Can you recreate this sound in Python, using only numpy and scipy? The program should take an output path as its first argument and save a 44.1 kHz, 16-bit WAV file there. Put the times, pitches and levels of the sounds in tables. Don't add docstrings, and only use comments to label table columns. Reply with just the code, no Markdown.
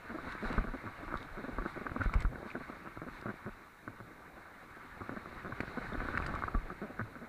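import sys
import numpy as np
from scipy import signal
from scipy.io import wavfile
from scipy.ndimage import uniform_filter1d

SR = 44100
rng = np.random.default_rng(int(sys.argv[2]) if len(sys.argv) > 2 else 0)


def int16_out(signal):
    q = np.round(np.clip(np.atleast_2d(signal).T, -1, 1) * 32767)
    wavfile.write(sys.argv[1], SR, q.astype(np.int16))


def amplitude_ratio(level_db):
    exponent = np.asarray(level_db, float) / 20
    return 10 ** exponent


N = 321048
TIME_S = np.arange(N) / SR


def evened(x):
    return x / np.sqrt(np.mean(x ** 2) + 1e-20)


def density(points, hz):
    f, db = np.transpose(points)
    curve_db = np.interp(np.log(hz + 1), np.log(f + 1), db, left=-80, right=-80)
    return amplitude_ratio(2 * curve_db)


def add(mix, start_s, sound):
    part = mix[max(round(start_s * SR), 0):][:len(sound)]
    part += sound[:len(part)]


def ring(modes, low_hz, top_hz, weight_db=0):
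    hz, width_hz, db = np.transpose(modes)
    t = np.arange(1500)[:, None] / SR
    decay = np.exp(-1.2 * np.pi * width_hz * t)
    tap = (amplitude_ratio(db + weight_db) * width_hz * decay * np.sin(2 * np.pi * hz * t)).sum(1)
    tap = signal.sosfilt(signal.butter(6, top_hz, fs=SR, output="sos"), tap)
    tap = signal.sosfilt(signal.butter(3, low_hz, "high", fs=SR, output="sos"), tap)
    return tap / abs(tap).max()


def noise(power, patchy_db=0, flicker_db=0):
    frames, hz = N // 256 + 5, np.fft.rfftfreq(1024, 1 / SR)
    real, imag, patches = rng.standard_normal((frames, 513, 3)).T
    patches = uniform_filter1d(patches, size=10, axis=0)
    patches = evened(uniform_filter1d(patches, size=10, axis=1))
    flicker = evened(uniform_filter1d(rng.standard_normal(frames), size=3))
    gain = amplitude_ratio(patchy_db * patches + flicker_db * flicker)
    spectra = (real + 1j * imag) * np.sqrt(power(hz))[:, None] * gain
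    return evened(signal.istft(spectra, nperseg=1024, noverlap=768)[1][:N])


def patter(per_s, spread_db):
    chance, size, side = rng.random((N, 3)).T
    size_db = spread_db * np.minimum(-np.log(size + 1e-9), 5)
    return (chance < per_s / SR) * amplitude_ratio(size_db) * np.sign(side - .5)


# (frequency [Hz], density [dB per Hz])
HISS_SPECTRUM = [(3240, -15), (5500, 0), (8160, -0.5), (14400, -0.5), (15500, 0)]
HISS_RMS_DB = -75.5


def microphone_hiss():
    spectrum = [(300, -22)] + HISS_SPECTRUM
    return amplitude_ratio(HISS_RMS_DB) * noise(lambda hz: density(spectrum, hz))


# (time [s], roar of nearby water [dB], jostling of boat and paddler [dB])
RIVER_LEVELS = [(0, -54, -59), (.25, -49.5, -50.5), (.38, -50, -55.5), (.56, -43.5, -46), (.64, -52, -54),
                (.95, -52, -55.5), (1.5, -52, -53.5), (2.22, -52, -51), (2.29, -58.5, -58),
                (2.39, -53.5, -50), (2.5, -55.5, -58.5), (2.6, -52, -54), (3.04, -56, -58.5),
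                (3.3, -54, -58), (3.7, -58, -61.5), (4.07, -58.5, -59), (4.76, -55.5, -60),
                (5.01, -53.5, -56), (5.54, -52, -54), (6.2, -46.5, -47), (6.4, -48.5, -47.5),
                (6.57, -53.5, -54), (7.28, -57, -56.5)]


def river_levels():
    s, roar_db, jostle_db = np.transpose(RIVER_LEVELS)
    return np.interp(TIME_S, s, roar_db), np.interp(TIME_S, s, jostle_db)


# (peak time [s], half length [s], roar [dB], spray [dB])
WATER_SHEETS = [(0.3, 0.049, -50.5, -66), (0.325, .012, -47, -62), (0.472, 0.052, -47.5, -61),
                (1.196, 0.052, -54, -69), (1.7, 0.052, -52, -66), (2.038, 0.029, -45, -64),
                (2.147, 0.021, -47, -74), (2.213, 0.02, -47.5, -78), (2.493, .04, -55, -65.5),
                (3.155, 0.068, -55, -68), (5.33, 0.071, -69, -75), (5.7, 0.13, -55, -69),
                (5.86, 0.083, -53, -67), (6.08, 0.059, -55, -66.5), (6.26, 0.018, -62, -74)]


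def thrown_water():
    roar_power, spray_power = np.zeros(N), np.zeros(N)
    for peak_s, half_s, roar_db, spray_db in WATER_SHEETS:
        swell = np.exp(-2 * ((TIME_S - peak_s) / half_s) ** 2)
        roar_power += amplitude_ratio(2 * roar_db) * swell
        spray_power += amplitude_ratio(2 * spray_db) * swell
    return roar_power, spray_power


# (frequency [Hz], density [dB per Hz])
SLOSH_SPECTRUM = [(110, -9), (170, -3.5), (250, -0.5), (350, -2.5), (500, -6), (800, -6.5), (1000, -19.5)]


def slosh(jostle_db):
    return amplitude_ratio(jostle_db) * noise(lambda hz: density(SLOSH_SPECTRUM, hz), patchy_db=2.3, flicker_db=2.0)


# (frequency [Hz], density [dB per Hz])
SHAKING_SPECTRUM = [(12, -4), (25, 0), (40, -7.5), (65, -17.5), (105, -12), (140, -13.5), (200, -37)]
SHAKE_DB, SHAKE_DB_PER_DB = -57, 1.52
AFTERSHAKE_DB, AFTERSHAKE_RISE_S, AFTERSHAKE_DECAY_S = -17, 0.0079, 0.072


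def helmet_shaking(jostle_db):
    power = amplitude_ratio(2 * (SHAKE_DB + SHAKE_DB_PER_DB * (jostle_db + 55)))
    for start_s, db, _, _ in HELMET_JOLTS:
        since_s = np.maximum(TIME_S - start_s, 0)
        swell = (1 - np.exp(-since_s / AFTERSHAKE_RISE_S)) * np.exp(-since_s / AFTERSHAKE_DECAY_S)
        power += (amplitude_ratio(db + AFTERSHAKE_DB) * swell) ** 2
    shaking = noise(lambda hz: density(SHAKING_SPECTRUM, hz), patchy_db=0.84, flicker_db=3.1)
    return np.sqrt(power) * shaking


# (frequency [Hz], density [dB per Hz])
SPRAY_SPECTRUM = [(2800, -19), (3300, -7.5), (3850, 1), (4300, -4), (4800, -12), (6000, -18.5),
                  (9000, -20.5), (13000, -29)]
SPRAY_DB, SPRAY_DB_PER_DB = -69.5, 0.97


def spray(roar_db, sheet_power):
    power = amplitude_ratio(2 * (SPRAY_DB + SPRAY_DB_PER_DB * (roar_db + 52))) + sheet_power
    return np.sqrt(power) * noise(lambda hz: density(SPRAY_SPECTRUM, hz), patchy_db=.9, flicker_db=.6)


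# (frequency [Hz], width [Hz], relative level [dB])
HOUSING_MODES = [(1160, 14, 3.5), (1310, 134, -0.5), (1500, 100, 2), (1684, 510, -3), (2150, 140, -4),
                 (2450, 120, -25)]
# (frequency [Hz], density [dB per Hz])
WALL_LEAK = [(700, -16), (950, -2), (1900, -9.5), (2300, -8.5), (2700, -17.5), (3200, -26)]


def roar(roar_db, sheet_power):
    def muffled(hz):
        peaks = sum(amplitude_ratio(2 * db) / (1 + (2 * (hz - mode_hz) / width_hz) ** 2) ** 1.68
                    for mode_hz, width_hz, db in HOUSING_MODES)
        return peaks + density(WALL_LEAK, hz)

    rush = noise(muffled, patchy_db=1.5, flicker_db=1.03)
    splash = ring(HOUSING_MODES, low_hz=790, top_hz=2000)
    splashes = evened(signal.oaconvolve(patter(per_s=260, spread_db=0.5), splash)[:N])
    return np.sqrt(amplitude_ratio(2 * roar_db) + sheet_power) * (rush + amplitude_ratio(-9) * splashes)


def river():
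    roar_db, jostle_db = river_levels()
    sheet_roar, sheet_spray = thrown_water()
    low = slosh(jostle_db) + helmet_shaking(jostle_db)
    return low + spray(roar_db, sheet_spray) + roar(roar_db, sheet_roar)


# (time [s], ping [dB], ping start [Hz], puff [dB], puff length [s])
SHELL_DROPS = [(.323, -47, 3700, -54, .003), (.528, -53, 3900, -48, .003), (1.173, -48.5, 3640, -54, .003),
               (1.204, -54, 3670, -66, .003), (1.228, -51, 3640, -56, .003), (2.035, -62, 6000, -57, .01),
               (2.138, -32, 2150, -47, .008), (2.204, -54, 7700, -47.5, .007),
               (2.221, -44, 2000, -49, .007), (2.503, -41, 2350, -66, .004), (2.514, -40, 2230, -63, .004),
               (3.213, -52, 1800, -55.5, .003), (5.605, -37.5, 2280, -50, 0.0062),
               (5.934, -48, 3550, -66, .003), (6.177, -42, 2620, -49.5, .004),
               (6.223, -42, 2410, -60, .003), (6.264, -47, 4640, -46, 0.0045),
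               (6.27, -63, 8200, -53.5, .005), (6.352, -46, 2300, -52, .003)]
# (frequency [Hz], density [dB per Hz])
PUFF_SPECTRUM = [(1500, -10), (2500, 8.5), (3200, 3), (4400, 8.5), (6000, -4), (8500, -4), (11500, -19),
                 (15000, -23)]
HARD_S = .004


def drops():
    out, t = np.zeros(N), np.arange(700) / SR
    hiss = noise(lambda hz: density(PUFF_SPECTRUM, hz))
    fade = 1 - t / t[-1]
    shell = ring(HOUSING_MODES, low_hz=700, top_hz=6100)[:len(t)] * fade ** 2
    click = np.sin(2 * np.pi * 4000 * t) * np.exp(-t / 0.00028)
    crack = amplitude_ratio(10.0) * shell + amplitude_ratio(8) * click
    for start_s, ping_db, ping_hz, puff_db, puff_s in SHELL_DROPS:
        u = t / puff_s
        puff = hiss[int(start_s * SR):][:len(t)] * np.minimum(u * 4, 1) * np.exp(-u ** 2) * fade
        ping_swell = np.exp(1 - t / 0.00085) * t / 0.00074
        ping = np.sin(2 * np.pi * ping_hz * t * (1 + 8 * t)) * ping_swell
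        burst = puff + crack * HARD_S / puff_s
        add(out, start_s, amplitude_ratio(puff_db) * burst + amplitude_ratio(ping_db) * ping)
    return out


# (time [s], level [dB], bounce [Hz], ring length [s])
HELMET_JOLTS = [(0.453, -35.5, 25, 0.054), (0.578, -23, 33.5, 0.035), (0.674, -36.5, 29, 0.061),
                (0.854, -43, 105, 0.041), (1.068, -42.5, 30, 0.051), (1.156, -33.5, 25.3, 0.02),
                (1.313, -43.5, 25, 0.082), (1.528, -40, 30, 0.036), (1.581, -33, 32.7, .038),
                (1.913, -35.5, 66, .013), (1.996, -32, 95, 0.037), (2.057, -24.5, 35, 0.034),
                (2.154, -21, 35.8, .027), (2.247, -22, 33.6, 0.031), (2.967, -47.5, 110, 0.045),
                (3.114, -47.5, 30, 0.047), (3.255, -44, 115.6, .05), (3.455, -40, 113, 0.021),
                (3.498, -48, 28, 0.054), (3.872, -46, 109, .037), (3.999, -48.5, 113, 0.049),
                (5.006, -45, 96, 0.033), (5.09, -48.5, 111, 0.048), (5.521, -39.5, 112, 0.022),
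                (5.604, -32, 118, 0.0097), (5.977, -34, 31, 0.04), (6.08, -43, 85, 0.058),
                (6.15, -33.5, 98, 0.015), (6.342, -32, 67.6, 0.017), (6.437, -40.5, 100, .034),
                (6.548, -25.5, 32.4, 0.045), (6.628, -39, 25, 0.052), (7.007, -36.5, 109, 0.048)]
HELMET_UNDER_HZ = 50


def jolts():
    out, t = np.zeros(N), np.arange(8000) / SR
    for start_s, db, hz, length_s in HELMET_JOLTS:
        way = np.sign(hz - HELMET_UNDER_HZ)
        phase = 2 * np.pi * hz * t + 2.0 * (1 - np.exp(-9 * hz * t))
        onset = 1 - np.exp(-(t / 0.0015) ** 2)
        swing = np.sin(phase) * np.exp(-(t / length_s) ** 3.9) * onset
        add(out, start_s, way * amplitude_ratio(db) * swing)
    return out


# (time [s], length [s], mean slip rate [1/s], thud rms [dB], ring over thud [dB])
MOUNT_CREAKS = [(.095, .032, 220, -44, -7), (0.143, 0.02, 303, -41, -7.5), (0.185, 0.015, 160, -48, -3),
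                (0.234, 0.018, 250, -55, 0), (0.268, 0.018, 250, -45, -4), (.425, .033, 207, -39, -12),
                (0.502, 0.016, 242, -36.5, -10), (0.578, .015, 210, -36, -6),
                (0.605, 0.0079, 220, -43, -14), (0.642, .013, 208, -40, -10), (0.676, .013, 250, -44, -3),
                (0.737, 0.023, 264, -42, -6.5), (.861, 0.018, 185, -49.5, 0), (1.027, 0.024, 286, -48, -5),
                (1.079, 0.013, 310, -48, 0), (1.105, 0.046, 283, -50, 3.5), (1.212, .021, 260, -51, -16),
                (1.247, 0.017, 270, -53, -14), (1.371, 0.041, 203, -44.5, -5),
                (1.44, 0.02, 267, -41.5, -6.5), (1.482, 0.019, 252, -40, -12), (1.585, .009, 250, -40, -6),
                (1.61, .014, 370, -46, -7), (1.652, 0.018, 290, -42.5, -11), (1.761, 0.018, 310, -44, -6),
                (1.812, 0.0095, 200, -40, -6), (1.854, 0.02, 275, -44, -5), (1.96, 0.016, 240, -37, -22),
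                (2.001, 0.025, 263, -41.5, -6), (2.133, .041, 240, -45, -8), (2.324, 0.022, 260, -48.5, -7),
                (2.454, 0.016, 204, -45.5, -4.5), (2.549, .032, 238, -41, -7.5),
                (2.607, 0.012, 250, -45, -3), (2.698, 0.0094, 240, -47.5, -8),
                (2.721, 0.019, 200, -53.5, 2), (2.852, 0.036, 177, -51.5, 0), (2.962, .02, 290, -56, -13),
                (3.017, 0.033, 158, -47, -3), (3.065, .025, 240, -45.5, -8), (3.259, 0.056, 201, -44, -6),
                (3.462, 0.033, 199, -42.5, -6), (3.877, 0.02, 300, -52.5, -14),
                (4.002, 0.0089, 190, -48, 0.5), (5.006, 0.021, 200, -49.5, -2),
                (5.115, 0.028, 263, -44.5, -11), (5.164, 0.017, 204, -43.5, -5),
                (5.27, 0.011, 190, -49, -10), (5.311, 0.0084, 260, -52, -5), (5.447, 0.036, 186, -45, -1.5),
                (5.494, 0.011, 260, -45.5, -12), (5.603, 0.0042, 230, -31, -13),
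                (5.772, 0.015, 237, -36.5, -7.5), (5.922, 0.016, 215, -42, -8),
                (5.946, 0.012, 250, -39, -6), (6.016, 0.0094, 240, -40, -6), (6.049, 0.012, 250, -41.5, -4),
                (6.139, .006, 250, -41.5, 0), (6.278, 0.035, 200, -46.5, 1.5),
                (6.543, 0.013, 220, -40.5, 0), (6.703, 0.024, 180, -46, -3),
                (6.816, 0.041, 200, -40.5, -10), (6.896, 0.019, 256, -46, -14),
                (6.991, .026, 214, -44, 0.5), (7.154, 0.02, 240, -48, -12), (7.214, 0.036, 225, -47.5, -9)]
# (frequency [Hz], width [Hz], relative level [dB])
MOUNT_MODES = [(247, 81, 2.5), (348.6, 73, 3.5), (450, 350, -11.5), (599, 210, -5)]
SLIP_ARCH = .12


def creaks():
    out = np.zeros(N)
    thud = ring(MOUNT_MODES, low_hz=123, top_hz=770)
    bright = ring(HOUSING_MODES, low_hz=1000, top_hz=1640)
    luck = rng.standard_normal((len(MOUNT_CREAKS), 3, 24))
    for (start_s, length_s, per_s, db, ring_db), (late, strong, sharp) in zip(MOUNT_CREAKS, luck):
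        slip_s = (np.arange(24) + .03 * late) / per_s
        turn = 2 * np.pi * np.minimum(slip_s / length_s, 1)
        slip_s = slip_s + SLIP_ARCH * length_s / (2 * np.pi) * np.sin(turn)
        used = slip_s < length_s
        where = np.clip(slip_s[used] * SR, 0, None).astype(int)
        fade = 1 - .5 * (slip_s[used] / length_s) ** 2
        slips, taps, n = np.zeros(4000), np.zeros(4000), int(length_s * SR)
        slips[where] = fade * amplitude_ratio(1.2 * strong[used])
        taps[where] = fade * amplitude_ratio(3.0 * sharp[used])
        low, high = signal.oaconvolve(slips, thud), signal.oaconvolve(taps, bright)
        creak = low / low[:n].std() + amplitude_ratio(ring_db) * high / high[:n].std()
        add(out, start_s, np.sign(late[-1]) * amplitude_ratio(db) * creak)
    return out


# (time [s], ring peak [dB], strongest ring [Hz], mount thud peak [dB])
HOUSING_KNOCKS = [(.0952, -37, 1470, -36.5), (.186, -36, 1170, -44), (0.2675, -40, 1500, -45),
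                  (0.3509, -34, 1420, -36), (0.45, -38, 1160, -40), (0.539, -38, 1140, -32),
                  (0.5812, -22, 1360, -37), (0.6398, -37.5, 1400, -40), (0.6707, -34, 1480, -41),
                  (0.839, -40, 1340, -39.5), (0.8654, -37, 1550, -45), (0.875, -34, 1220, -52),
                  (1.1244, -32, 1270, -37), (1.1403, -25.5, 1270, -29.5), (1.1541, -29, 1280, -56),
                  (1.5839, -26, 1200, -35), (1.6215, -35, 1500, -36), (1.652, -34, 1210, -30),
                  (1.6597, -28.5, 1280, -28.5), (1.7756, -37, 1160, -31), (1.8659, -24.5, 1470, -40),
                  (1.8947, -32.5, 1470, -54), (1.917, -34, 1470, -34.5), (1.9629, -27, 1340, -46),
                  (2.0084, -29, 1460, -48), (2.0162, -23.5, 1500, -41), (2.0595, -31, 1500, -31.5),
                  (2.0944, -32, 1300, -49), (2.138, -28, 1230, -44), (2.2506, -28, 1340, -40),
                  (2.3562, -36.5, 1510, -36), (2.4284, -39.5, 1270, -34.5), (2.553, -32, 1460, -32.5),
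                  (2.6982, -37.5, 1320, -39), (2.8729, -34.5, 1300, -38), (2.9725, -36.5, 1260, -37),
                  (3.017, -37, 1490, -38), (3.0849, -36, 1460, -37.5), (3.224, -45, 1460, -38),
                  (3.2568, -41, 1270, -31), (3.265, -32, 1310, -40), (3.2905, -34, 1460, -34.5),
                  (3.301, -32.5, 1370, -37.5), (3.3391, -49, 1480, -40), (3.8772, -30.5, 1380, -37.5),
                  (5.009, -46, 1360, -37.5), (5.017, -32, 1190, -39), (5.093, -29, 1420, -30.5),
                  (5.1714, -36, 1410, -40), (5.2577, -35.5, 1270, -40), (5.3274, -43, 1500, -40),
                  (5.5223, -31, 1330, -42), (5.6049, -24.5, 1640, -55), (5.633, -34.5, 1220, -33.5),
                  (5.6778, -37, 1570, -41), (5.7734, -32, 1200, -46), (5.9436, -31.5, 1530, -43),
                  (6.003, -28, 1410, -41), (6.0858, -26, 1280, -32), (6.1507, -26.5, 1510, -48),
                  (6.1741, -18.5, 1760, -40), (6.2, -29, 1160, -34), (6.2225, -32, 1230, -40),
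                  (6.2618, -27.5, 1780, -48), (6.2884, -35, 1420, -36), (6.339, -29, 1200, -35),
                  (6.359, -27.5, 1210, -56), (6.3899, -31, 1470, -50), (6.4223, -26.5, 1300, -41),
                  (6.437, -22.5, 1320, -34), (6.4798, -26.5, 1310, -36), (6.5495, -28.5, 1200, -32),
                  (6.701, -33, 1240, -49), (6.994, -25.5, 1490, -31.5), (7.0116, -28, 1500, -41),
                  (7.1542, -37, 1390, -52)]
RATTLE_S = 0.004974


def knocks():
    out, mode_hz = np.zeros(N), np.transpose(HOUSING_MODES)[0]
    thud = ring(MOUNT_MODES, low_hz=123, top_hz=780)
    luck = rng.random((len(HOUSING_KNOCKS), 2, 5))
    for (start_s, db, hz, thud_db), (late, size) in zip(HOUSING_KNOCKS, luck):
        way = np.sign(size[0] - .5)
        blows = np.zeros(1500)
        blows[np.clip(late * RATTLE_S * SR, 0, 1499).astype(int)] = size - .5
        blows[0] = way
        weight_db = -45 * abs(np.log2(mode_hz / hz))
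        tap = ring(HOUSING_MODES, low_hz=0.64 * hz, top_hz=1.27 * hz, weight_db=weight_db)
        bright = signal.oaconvolve(blows, tap)
        add(out, start_s, amplitude_ratio(db) * bright / abs(bright).max())
        add(out, start_s, way * amplitude_ratio(thud_db) * thud)
    return out


def scene():
    return (river() + drops() + jolts() + creaks() + knocks())[None]


def low_pass(x):
    return signal.sosfilt(signal.butter(12, 15710, fs=SR, output="sos"), x)


def record(dry):
    mix = dry + microphone_hiss()
    return low_pass(mix)


dry = scene()
out = record(dry)
int16_out(out)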